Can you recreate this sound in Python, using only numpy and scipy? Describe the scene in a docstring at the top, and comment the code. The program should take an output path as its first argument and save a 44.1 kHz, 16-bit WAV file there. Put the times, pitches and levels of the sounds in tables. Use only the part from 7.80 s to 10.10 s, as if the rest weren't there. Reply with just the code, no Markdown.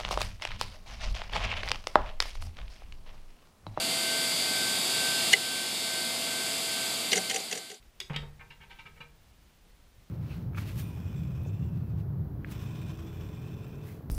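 """Over low rumble, hiss and a very faint whine, a thick steel washer slips off the end of a drive shaft:
the impacts excite the flange's modes in a clink, and a small workshop adds a short tail.
The washer drops on a wooden workbench and bounces; the steel rings, the bench top rings and booms.
It then rolls on, rocking over its rim in short rattles, each a run of tiny contacts with the wood,
and at about 1.2 s it falls flat."""
import sys
import numpy as np
from scipy import signal
from scipy.fft import irfft
from scipy.io import wavfile

SR = 44100
rng = np.random.default_rng(int(sys.argv[2]) if len(sys.argv) > 2 else 0)


def inscribe(sig):
    """Save sig as 16-bit PCM at rate SR to the path in sys.argv[1].

    A 1-D sig is mono; a 2-D sig holds one channel per row.
    Samples are clipped to [-1, 1] before scaling.
    """
    pcm = np.round(np.clip(np.atleast_2d(sig).T, -1, 1) * 32767)
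    wavfile.write(sys.argv[1], SR, pcm.astype(np.int16))


N = 101429

# spectrum of the room's hiss: (frequency [Hz], relative level [dB])
HISS_SPECTRUM = [(12, -30), (20, -0.5), (39, -3), (125, -16), (195, -14), (270, -21.5), (310, -22),
                 (365, -22.5), (787, -25), (1090, -27.5), (3020, -29), (14000, -40.5)]
# low rumble while the shaft is handled: (time [s], level [dB])
RUMBLE_ENVELOPE = [(0, -63.5), (.27, -61.5), (.36, -44), (.6, -52.5), (.75, -63.5), (.9, -61),
                   (1.25, -59.5), (1.5, -60.5), (1.75, -71), (2.13, -65), (2.19, -54), (2.3, -71)]
# washer scraping off the flange: (time [s], relative level [dB], treble limit [Hz])
FLANGE_HITS = [(.026, -29, 2440), (.2016, -9.5, 11700), (.2028, -6.5, 10500), (.2128, -5, 2600)]
# shaft flange modes: (frequency [Hz], relative level [dB], T60 [s])
FLANGE_MODES = [(376, -19.5, 0.11), (1940, -10, 0.03), (2250, -11.5, 0.035), (3090, -36, 0.11),
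                (3250, -5.5, 0.021), (3434, 0, 0.019), (3780, -4, 0.054), (4520, -6.5, 0.081),
                (4990, -7.5, 0.026), (5570, -8.5, 0.027), (6470, -6, 0.016), (7000, -18, 0.1),
                (7943, -14.5, 0.12), (9220, -35, 0.097)]
# spectrum of a hard contact: (frequency [Hz], relative level [dB])
CRACK_SPECTRUM = [(150, -19), (380, -5), (700, -12.5), (1300, -4), (2100, 3.5), (3500, 13), (4100, -3.5),
                  (5000, 0), (6000, -15), (6700, -5.5), (9000, -7), (15500, -6.5)]
# reverberation time of the workshop: (frequency [Hz], T60 [s])
ROOM_DECAY = [(150, .55), (1000, 0.46), (3500, 0.19), (9000, 0.43)]
# washer striking the bench: (time [s], knock gain [dB], boom gain [dB], treble limit [Hz])
BENCH_HITS = [(0.2982, -8, -13, 1560), (0.3046, -5.5, -3.5, 1170), (0.332, -16.5, -35, 1650),
              (.3605, -9, -11.5, 1840), (0.425, -11.5, -30, 1090)]
# bench top modes: (frequency [Hz], relative level [dB], T60 [s])
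WOOD_MODES = [(393, -17, .3), (472, -10, .3), (790, -12, .16), (920, -5, .22), (1000, -14, .13),
              (1283, -6, .16), (1558, -4, .14), (1770, -7, .12), (2010, -8, .1), (2205, 1, .1),
              (2300, 5, .025), (2368, 3, .1), (2710, -3, .08), (2860, 0, .1), (3400, -4, .04)]
# slow bending modes of the whole bench: (frequency [Hz], relative level [dB], T60 [s])
BOOM_MODES = [(61, -15, 1.2), (146.5, 0, .7), (161, -2, .25), (186, -10, .14), (222, -15, .18)]
# spectrum of the struck wood's dense modes: (frequency [Hz], relative level [dB])
KNOCK_SPECTRUM = [(100, -27), (200, 12.5), (300, -12.5), (430, 9), (600, -6), (820, 5), (1300, 0.5),
                  (2400, 5), (3200, 7), (4500, -7.5), (12000, -11)]
# washer ringing as it bounces: (time [s], relative level [dB], treble limit [Hz])
WASHER_HITS = [(.3330, -21, 6100), (.3610, -6, 4230), (.3632, -5, 6100), (.3675, -21, 4180)]
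# washer modes: (frequency [Hz], relative level [dB], T60 [s])
WASHER_MODES = [(1836, -4, .11), (2005, -3, .1), (2450, 3, .03), (2800, -7, .07), (3190, -4, .13),
                (3325, -4, .13), (3738, -2, .11), (3785, -4, .07), (4540, -4, .06), (5590, -9, .05),
                (7640, -22, .04)]
# rim skidding and rocking: (time [s], duration [s], level [dB], treble limit [Hz], boom gain [dB])
RIM_SWINGS = [(0.338, 0.0073, -12.5, 2920, -46), (0.592, 0.025, -18.5, 1950, -72),
              (0.702, 0.018, -20, 3200, -29), (0.803, 0.035, -21, 2840, -27),
              (0.896, 0.0307, -19, 4370, -39), (0.942, 0.037, -30.5, 3330, -32.5),
              (.985, 0.012, -17.5, 4100, -31), (1.052, 0.016, -18, 2780, -27),
              (1.160, 0.024, -27.5, 2040, -34), (1.204, 0.0065, -15, 3060, -20.5)]
# spectrum of the wood under the rim: (frequency [Hz], relative level [dB])
RATTLE_SPECTRUM = [(200, -19), (470, -6), (660, -10), (920, 0.5), (1500, -4.5), (2350, 4.5), (3100, 3),
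                   (4000, -0.5), (6000, -6), (12000, -5)]

HISS_DB, HISS_WAVER_DB = -60, 0.56
WHINE_HZ, WHINE_DB, WHINE_PULSES_PER_S = (14696, 10799), (-75, -82), 15
FLANGE_GAIN_DB, FLANGE_CRACK_GAIN_DB, CRACK_T60_S = -3.5, -8, 0.024
ROOM_DB, ROOM_DELAY_S = -8.5, .006
KNOCK_GAIN_DB, KNOCK_T60_S, KNOCK_MODES_GAIN_DB, BOOM_GAIN_DB = -1.5, 0.17, -11.5, -32.5
WASHER_GAIN_DB, WASHER_CRACK_GAIN_DB = -7.5, -3
RATTLE_GAIN_DB, RATTLE_T60_S, RATTLE_MODES_GAIN_DB = 1, 0.11, -2.5
CONTACTS_PER_S, CONTACT_SCATTER_DB = 1200, 3.5
TOP_HZ = 15400


def undb(db):
    """The decibel law: 20 dB is a factor of ten in amplitude."""
    return 10 ** (np.asarray(db) / 20)


def unit(x):
    """Normalisation to unit energy."""
    return x / np.sqrt(np.sum(x ** 2) + 1e-18)


def clock():
    """Uniform sampling: the time of each sample in seconds."""
    return np.arange(N) / SR


def curve(hz, points):
    """Interpolation of (frequency, value) points on a logarithmic frequency axis."""
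    frequencies, values = np.array(points).T
    return np.interp(np.log(np.maximum(hz, 1)), np.log(frequencies), values)


def noise(spectrum):
    """Fourier synthesis: random phases under a given spectrum make noise of rms 1."""
    gain = undb(curve(np.fft.rfftfreq(N, 1 / SR), spectrum))
    phasors = np.exp(2j * np.pi * rng.random(len(gain)))
    return unit(irfft(gain * phasors, N)) * np.sqrt(N)


def fade(t60):
    """Exponential damping: a fall of 60 dB in t60 seconds."""
    return np.exp(-np.log(1000) * clock() / t60)


def soften(x, hz, order=2):
    """Contact compliance acts as a low-pass: a softer contact has less treble."""
    return signal.sosfilt(signal.butter(order, min(hz, SR / 2 - 1000), fs=SR, output="sos"), x + 1e-18)


def ring(modes, alternate=True):
    """Modal superposition: damped sines, with neighbours in antiphase if they alternate."""
    return sum((-1 if alternate and k % 2 else 1) * undb(db) * fade(t60)
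               * np.sin(2 * np.pi * hz * clock()) for k, (hz, db, t60) in enumerate(modes))


def at(x, start):
    """Pure delay by start seconds."""
    return np.concatenate([np.zeros(int(start * SR)), x])[:N]


def through(x, response):
    """Convolution: a linear body or room answers each input sample with its impulse response."""
    return signal.fftconvolve(x, response)[:N]


def background():
    """Amplitude modulation of noise: the hiss wavers slightly, the rumble swells and sinks."""
    t = clock()
    waver = np.interp(t, np.linspace(0, t[-1], num=40), rng.standard_normal(size=40))
    rumble = noise([(15, -5), (42, -4.5), (60, 0.5), (80, -11), (110, -8.5), (250, -38), (1000, -68)])
    rumble_db = np.interp(t, *np.array(RUMBLE_ENVELOPE).T)
    hiss = noise(HISS_SPECTRUM) * undb(HISS_DB + HISS_WAVER_DB * waver)
    return hiss + rumble * undb(rumble_db)


def whine():
    """Periodic gating of two high pure tones gives a very faint, pulsing electronic whine."""
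    t = clock()
    gate = np.clip(.5 + 2 * np.sin(2 * np.pi * WHINE_PULSES_PER_S * t - 1), 0, 1)
    return gate * sum(undb(db) * np.sin(2 * np.pi * hz * t) for hz, db in zip(WHINE_HZ, WHINE_DB))


def clinks(hits, modes, ring_db, crack_db):
    """Impulse excitation: a hard contact gives a broadband crack and sets the steel ringing freely."""
    steel = undb(ring_db) * unit(ring(modes))
    out = 0
    for start, db, treble_hz in hits:
        crack = undb(crack_db) * unit(noise(CRACK_SPECTRUM) * fade(CRACK_T60_S))
        out += undb(db) * at(soften(steel + crack, treble_hz), start)
    return out


def workshop(x):
    """Diffuse reverberation: octave bands decay, fastest near 3 kHz; deep bass is barely returned."""
    tail = 0
    for hz in 350 * 2 ** np.arange(6):
        edges_hz = [hz / np.sqrt(2), hz * np.sqrt(2)]
        band = signal.butter(3, edges_hz, "band", fs=SR, output="sos")
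        tail += signal.sosfilt(band, rng.standard_normal(N)) * fade(curve(hz, ROOM_DECAY))
    return undb(ROOM_DB) * through(x, at(unit(tail), ROOM_DELAY_S))


def landings():
    """Free vibration: each landing rings the dense wood modes, and the bench booms as it bends."""
    wood = undb(KNOCK_MODES_GAIN_DB) * unit(ring(WOOD_MODES))
    boom = undb(BOOM_GAIN_DB) * ring(BOOM_MODES, alternate=False)
    out = 0
    for start, db, boom_db, treble_hz in BENCH_HITS:
        dense_modes = undb(KNOCK_GAIN_DB) * unit(noise(KNOCK_SPECTRUM) * fade(KNOCK_T60_S))
        knock = soften(wood + dense_modes, treble_hz)
        out += at(undb(db) * knock + undb(boom_db) * boom, start)
    return out


def rocking():
    """Forced vibration: each swing of the rim drives the bench with a swelling run of tiny contacts."""
    wood = undb(RATTLE_MODES_GAIN_DB) * unit(ring(WOOD_MODES))
    boom = undb(BOOM_GAIN_DB) * ring(BOOM_MODES, alternate=False)
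    out = 0
    for start, duration, db, treble_hz, boom_db in RIM_SWINGS:
        progress = clock() / duration
        swell = (progress < 1) * (1 + np.sin(np.pi * progress))  # starts abruptly at half its peak
        contacts = rng.random(N) < CONTACTS_PER_S / SR
        contacts[0] = True
        strength = undb(CONTACT_SCATTER_DB * rng.standard_normal(N))
        polarity = np.sign(rng.standard_normal(N))
        force = swell * contacts * strength * polarity
        dense_modes = undb(RATTLE_GAIN_DB) * unit(noise(RATTLE_SPECTRUM) * fade(RATTLE_T60_S))
        rattle = unit(soften(through(force, wood + dense_modes), treble_hz, order=3))
        out += at(undb(db) * rattle + undb(boom_db) * boom, start)
    return out


def scene():
    """Superposition: direct sound, reverberation and background add in one channel."""
    slips = clinks(FLANGE_HITS, FLANGE_MODES, FLANGE_GAIN_DB, FLANGE_CRACK_GAIN_DB)
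    bounces = clinks(WASHER_HITS, WASHER_MODES, WASHER_GAIN_DB, WASHER_CRACK_GAIN_DB)
    direct = slips + bounces + landings() + rocking()
    return (direct + workshop(direct) + background() + whine())[None]


def record(dry):
    """Band limiting: a steep elliptic low-pass removes the highest treble."""
    return signal.sosfilt(signal.ellip(8, .2, 70, TOP_HZ, fs=SR, output="sos"), dry)


dry = scene()
out = record(dry)
inscribe(out)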